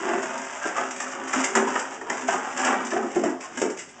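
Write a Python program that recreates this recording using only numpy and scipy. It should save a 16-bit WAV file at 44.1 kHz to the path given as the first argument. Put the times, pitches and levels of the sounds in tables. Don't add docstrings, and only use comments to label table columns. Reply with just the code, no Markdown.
import sys
import numpy as np
from scipy import signal
from scipy.io import wavfile

SR = 44100
rng = np.random.default_rng(int(sys.argv[2]) if len(sys.argv) > 2 else 0)


def transcribe(u):
    v = np.clip(np.atleast_2d(u).T, -1, 1)
    q = np.round(v * 32767).astype(np.int16)
    wavfile.write(sys.argv[1], SR, q)


N = 176400
TIME_S = np.arange(N) / SR

# f/Hz, t60/s
ROOM_DECAY = [(150, 0.19), (500, 0.55), (1400, 0.49), (3500, 0.2), (8000, 0.29)]
# f/Hz, relative level/dB
AIR_EQ = [(20, -18), (60, -14.5), (100, -4.5), (170, 2.5), (320, -2), (1600, -18.5), (3100, -7.5),
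          (7300, -14.5), (9000, -34.5)]
BODY_EQ = [(25, -56), (60, -40), (110, -37), (165, -14), (240, -4.5), (360, 2), (470, -11.5), (680, -9),
           (1500, -52.5)]
CLACK_EQ = [(150, -30.5), (450, -6.5), (650, 5), (1200, 3.5), (1750, 1.5), (2150, -7), (2900, -14),
            (4200, -21.5), (8000, -39.5)]
RASP_EQ = [(150, -30.5), (470, -5.5), (660, 4), (1250, 1.5), (1750, 0), (2150, -7.5), (2800, -11),
           (4200, -20.5), (8000, -39)]
CRACK_EQ = [(500, -30), (2000, 9.5), (3200, -0.5), (5200, -1.5), (6400, -0.5), (7400, 3.5), (8200, -4),
            (9000, -27)]
HISS_EQ = [(500, -21.5), (2000, 10), (3200, 2), (5200, -1.5), (6400, 1), (7400, 5), (8200, -6), (9000, -21)]
MIC_EQ = [(20, 0.5), (2400, -2.5), (2900, 1), (3400, -4.5), (3800, -8.5), (4050, -15.5), (4200, -25.5),
          (4400, -13), (4700, -4.5), (5200, 1), (6000, 3.5), (9000, 1)]
# t/s, level/dB
CLAW_TICKS = [(0.226, -35.5), (0.376, -37.5), (0.671, -35.5), (0.907, -34.5), (.96, -38), (1.116, -40),
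              (1.278, -37), (1.434, -33.5), (1.565, -30), (1.791, -31.5), (2.142, -46), (2.646, -28),
              (2.848, -37), (2.866, -37), (2.904, -34), (3.294, -45.5), (3.406, -39.5), (3.699, -39),
              (3.789, -36), (3.888, -48)]
# f/Hz, level/dB, t60/s before added damping
JUG_MODES = [(194.4, -17, 0.65), (230.5, -4, 0.23), (261.4, -0.5, 0.49), (323, -6.5, 0.17),
             (357.4, -3.5, 0.3), (386.7, 2, 0.34), (439, -2, 0.18), (548.3, -2.5, 0.22),
             (603.7, -5.5, 0.27), (711, -10, 0.41), (963, -16, 0.18), (1210, -25.5, 0.6),
             (1650, -17.5, 0.12)]
# t/s, rumble level/dB, rasp level/dB, hiss level/dB
LIGHT_SLIDE = [(0., -28.5, -29.5, -42.5), (.3, -46, -32.5, -42), (.42, -37, -36, -42.5),
               (.59, -50, -34, -41.5), (.72, -38, -35, -47), (.87, -49, -36.5, -43.5),
               (.96, -43.5, -41, -45), (1.1, -41, -34, -42.5), (1.2, -33, -33, -50),
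               (1.32, -44, -33, -38.5), (1.52, -34.5, -34, -40.5), (1.86, -46.5, -37, -46.5),
               (1.95, -40, -34, -41.5), (2.0, -49, -52, -56), (2.08, -45, -38, -59),
               (2.18, -43, -38.5, -46), (2.26, -34.5, -42.5, -43.5), (2.46, -42, -31.5, -42),
               (2.55, -39.5, -34.5, -41.5), (2.86, -35.5, -48, -48), (3.08, -43.5, -37.5, -49),
               (3.15, -40.5, -40, -41.5), (3.37, -54, -51, -69), (3.48, -48, -46, -60),
               (3.6, -36.5, -36.5, -36), (3.76, -52, -50, -64), (3.86, -61, -58.5, -63),
               (4., -54, -44.5, -59)]
# t/s, length/s, rumble level/dB, rasp level/dB, hiss level/dB, note f/Hz, note level/dB
JUG_SHOVES = [(0.008, 0.18, -37.5, -33, -66, 701, -36), (0.21, 0.14, -36.5, -34, -60, 690, -38),
              (0.612, 0.079, -53, -33, -39.5, 1568, -32.5), (0.743, 0.097, -37, -30.5, -42.5, 1241, -29.5),
              (0.983, 0.048, -57, -42, -38.5, 1725, -39), (1.333, 0.071, -37, -23.5, -36.5, 265, -26.5),
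              (1.549, 0.021, -21, -19, -49.5, 536, -27), (1.66, 0.12, -36, -41, -38, 965, -36),
              (2.114, 0.1, -39.5, -32.5, -41, 385, -40.5), (2.269, 0.066, -39.5, -31, -32.5, 965, -37),
              (2.561, 0.13, -42.5, -24.5, -32.5, 1648, -31), (2.622, 0.12, -28.5, -23.5, -51.5, 1170, -44),
              (2.754, 0.074, -40, -29.5, -52, 259, -37), (2.946, 0.077, -32, -38, -55, 382.4, -27),
              (3.174, 0.079, -28, -39.5, -47.5, 354, -29.5), (3.243, 0.065, -33.5, -39, -51, 337, -41),
              (3.401, 0.047, -59, -36.5, -39.5, 1062, -43), (3.626, 0.063, -29.5, -48, -51, 424, -30.5),
              (3.764, 0.058, -54, -49.5, -41.5, 1900, -60)]
# t/s, boom level/dB, clack level/dB, crack level/dB, body f/Hz, wall f/Hz, contact/s
JUG_KNOCKS = [(.078, -37, -27.5, -50, 394, 880, .012), (0.11, -34, -29.5, -59, 370, 655, 0.011),
              (.134, -27, -28.5, -55.5, 377, 646, 0.0066), (.178, -33.5, -31.5, -55, 390, 1290, 0.0066),
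              (0.651, -29.5, -28, -40, 310, 1373, 0.01), (.765, -44, -23, -34, 314, 1176, 0.018),
              (.800, -44, -27, -53, 352, 1263, 0.023), (1.001, -44, -28.5, -30, 315, 1799, 0.009),
              (1.063, -45, -30.5, -45, 355, 1330, 0.012), (1.330, -49, -26, -27.5, 263, 1730, 0.011),
              (1.337, -33.5, -21.5, -38, 260, 1360, .004), (1.357, -29, -36, -32, 252, 1280, 0.014),
              (1.397, -33.5, -28.5, -30.5, 262, 1090, 0.016), (1.441, -36, -31, -22, 386, 2090, 0.0095),
              (1.552, -26, -18, -22.5, 397, 976, 0.008), (1.573, -32.5, -24, -41, 432, 746, 0.016),
              (1.622, -25, -34, -48, 418, 640, 0.0094), (1.672, -29.5, -23, -39.5, 405, 964, 0.0093),
              (1.699, -39.5, -28, -50, 396, 784, 0.0085), (1.754, -39, -25.5, -40, 402, 1810, 0.0035),
              (1.760, -35.5, -20.5, -47, 390, 1278, 0.0021), (2.012, -35.5, -33.5, -47, 403, 1850, 0.007),
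              (2.065, -35, -38, -53, 395, 960, 0.014), (2.085, -46, -34, -50, 379, 990, .012),
              (2.099, -39.5, -35.5, -31.5, 384, 1785, 0.0026), (2.102, -39, -22.5, -34, 383, 1840, 0.0028),
              (2.284, -30.5, -18.5, -40.5, 378, 682, 0.0082), (2.338, -32.5, -21, -47, 355, 723, 0.007),
              (2.593, -31, -30, -31, 254, 1550, 0.01), (2.684, -36, -20, -44.5, 433, 1094, 0.022),
              (2.726, -30, -23.5, -37, 350, 1161, 0.0069), (2.806, -33, -35, -46, 260, 1246, 0.0089),
              (2.917, -32.5, -26, -41, 350, 1720, 0.01), (2.932, -27.5, -26.5, -36, 352, 660, 0.0084),
              (2.965, -29.5, -21.5, -44, 390, 734, 0.006), (3.028, -27.5, -30.5, -50, 350, 1277, 0.014),
              (3.157, -23, -36.5, -38, 330, 853, 0.0087), (3.160, -21.5, -27.5, -46, 336, 770, 0.0056),
              (3.235, -22.5, -25, -35, 293, 650, 0.011), (3.256, -31, -28, -42, 332, 614, 0.0048),
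              (3.573, -32.5, -30.5, -34.5, 260, 1634, 0.0085), (3.616, -18.5, -24, -28, 421, 523, 0.0064)]


def amp(db):
    return 10 ** (np.asarray(db) / 20)


def unit_rms(x):
    return x / np.sqrt(np.mean(x ** 2) + 1e-20)


def lookup(table, hz):
    table_hz, value = np.transpose(table)
    return np.interp(np.log(hz + 1), np.log(table_hz + 1), value)


def add(mix, at_s, sound):
    part = mix[max(round(at_s * SR), 0):][:len(sound)]
    part += sound[:len(part)]


def impulse(eq, size=4096):
    log_gain = np.log(amp(lookup(eq, abs(np.fft.fftfreq(size, 1 / SR)))))
    spectrum = np.exp(np.conj(signal.hilbert(log_gain)))
    ir = np.fft.ifft(spectrum).real[:size // 2]
    return ir / np.linalg.norm(ir)


def convolve(x, ir):
    return signal.fftconvolve(x, ir)[:len(x)]


def at_level(x, db):
    return x / np.linalg.norm(x) * amp(db) * np.sqrt(.015 * SR)


def contact(noise, fade_s, eq, db, jolt):
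    age = TIME_S[:len(noise)] / fade_s
    chatter = noise * np.exp(-age) * (1 - np.exp(-age / 0.36))
    chatter /= np.linalg.norm(chatter)
    chatter[0] += jolt
    return at_level(convolve(chatter, impulse(eq)), db)


def room_noise(level_db=-53):
    return amp(level_db) * convolve(rng.standard_normal(N), impulse(AIR_EQ))


def room_echoes(x, onset_s=0.002, spacing_samples=12):
    taps = np.zeros(SR // 2)
    slots = np.arange(0, len(taps) - spacing_samples, spacing_samples)
    taps[slots + rng.integers(0, spacing_samples, len(slots))] = rng.choice([-1, 1], len(slots))
    taps *= np.minimum(TIME_S[:len(taps)] / onset_s, 1) ** 2
    hz, t, bands = signal.stft(taps, SR, nperseg=256)
    decay = amp(-60 * t / lookup(ROOM_DECAY, hz)[:, None])
    tail = signal.istft(bands * decay, SR)[1]
    return convolve(x, tail / np.linalg.norm(tail))


def moving_echoes(x, steps=24):
    out, hop = np.zeros(N), N // steps
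    for centre in range(0, N + hop, hop):
        span = np.arange(max(centre - hop, 0), min(centre + hop, N))
        part = x[span] * np.cos(np.pi / 2 * (span - centre) / hop)
        add(out, span[0] / SR, room_echoes(np.pad(part, (0, SR // 2))))
    return out


def claws(contact_s=0.008):
    ticks = np.zeros(N)
    for at_s, db in CLAW_TICKS:
        noise = rng.standard_normal(SR // 10)
        add(ticks, at_s, contact(noise, contact_s, CRACK_EQ, db - 1, jolt=0.11))
    return ticks


def stick_slip(rate_hz, spread_db, flutter_db):
    flutter_band = signal.butter(2, [12, 70], "band", fs=SR, output="sos")
    flutter = unit_rms(signal.sosfilt(flutter_band, rng.standard_normal(N)))
    size_db = spread_db * np.minimum(rng.exponential(1, N), 3) + flutter_db * np.clip(flutter, -2, 2)
    slips = rng.random(N) < rate_hz / SR
    return unit_rms(slips * rng.choice([-1, 1], N) * amp(size_db))


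def jug_ring(damping, note_hz=380, boost_db=0, width_hz=35):
    t = TIME_S[:SR // 2]
    ring = np.zeros(len(t))
    for k, (hz, db, t60_s) in enumerate(JUG_MODES):
        start_db = db + boost_db * np.exp(-((hz - note_hz) / width_hz) ** 2)
        ring += (-1) ** k * amp(start_db - 60 * t * damping / t60_s) * np.sin(2 * np.pi * hz * t)
    return ring / np.linalg.norm(ring)


def rubbed_note(drive, hz):
    peak = signal.iirpeak(hz, hz / (25 + hz / 22), fs=SR)
    note = signal.lfilter(*peak, signal.lfilter(*peak, drive))
    return note / np.linalg.norm(note)


def jug_scrape(attack_share=0.15, release_s=0.024):
    judder = stick_slip(rate_hz=1000, spread_db=4.5, flutter_db=2.2)
    grit = stick_slip(rate_hz=1500, spread_db=4, flutter_db=2.5)
    times_s, *slide_db = np.transpose(LIGHT_SLIDE)
    power = np.array([amp(np.interp(TIME_S, times_s, db) + 0.44) ** 2 for db in slide_db])
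    notes = np.zeros(N)
    for at_s, length_s, *bands_db, note_hz, note_db in JUG_SHOVES:
        attack = np.clip((TIME_S - at_s) / (attack_share * length_s), 0, 1)
        envelope = attack * np.exp(-np.maximum(TIME_S - at_s - length_s, 0) / release_s)
        power += (amp(bands_db)[:, None] * envelope) ** 2
        notes += amp(note_db) * np.linalg.norm(envelope) * rubbed_note(judder * envelope, note_hz)
    rumble_gain, rasp_gain, hiss_gain = np.sqrt(power)
    rumble = amp(-8.5) * convolve(judder * rumble_gain, impulse(BODY_EQ))
    ring = amp(-4) * convolve(judder * rumble_gain, jug_ring(damping=1.34))
    rasp = amp(-2.5) * convolve(judder * rasp_gain, impulse(RASP_EQ))
    hiss = amp(-1.5) * convolve(grit * hiss_gain, impulse(HISS_EQ))
    return rumble + ring + rasp + hiss, notes


def jug_knocks(wall_t60_s=0.042):
    hits, ring = np.zeros((2, N))
    t = TIME_S[:SR // 6]
    for at_s, boom_db, clack_db, crack_db, body_hz, wall_hz, contact_s in JUG_KNOCKS:
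        boom_noise, clack_noise, crack_noise = rng.standard_normal((3, len(t)))
        add(hits, at_s, contact(clack_noise, contact_s, CLACK_EQ, clack_db - 3.76, jolt=0.2))
        add(hits, at_s, contact(crack_noise, 0.64 * contact_s, CRACK_EQ, crack_db - 2, jolt=0.14))
        add(hits, at_s, contact(boom_noise, 1.84 * contact_s, BODY_EQ, boom_db - 2.5, jolt=0.3))
        attack = 1 - np.exp(-t / (0.5 * contact_s))
        wall = np.sin(2 * np.pi * wall_hz * t) * amp(-60 * t / wall_t60_s) * attack
        add(ring, at_s, at_level(wall, clack_db - 2.5))
        body = jug_ring(damping=1.13, note_hz=body_hz, boost_db=11)
        add(ring, at_s, at_level(body, boom_db + 0.3))
    return hits, ring


def scene():
    hits, ring = jug_knocks()
    scrape, notes = jug_scrape()
    impacts = hits + claws()
    tones = ring + notes
    air = room_noise()
    echoes = moving_echoes(amp(0.38) * impacts + amp(-2) * scrape + amp(-14.5) * tones)
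    return (air + echoes + scrape + tones + impacts)[None]


def record(dry, cutoff_hz=8850):
    mic = impulse(MIC_EQ)
    coloured = convolve(dry[0], mic / abs(mic.sum()))
    lowpass = signal.firwin(401, cutoff_hz, window=("kaiser", 8), fs=SR)
    return signal.fftconvolve(coloured, lowpass, "same")[None]


dry = scene()
out = record(dry)
transcribe(out)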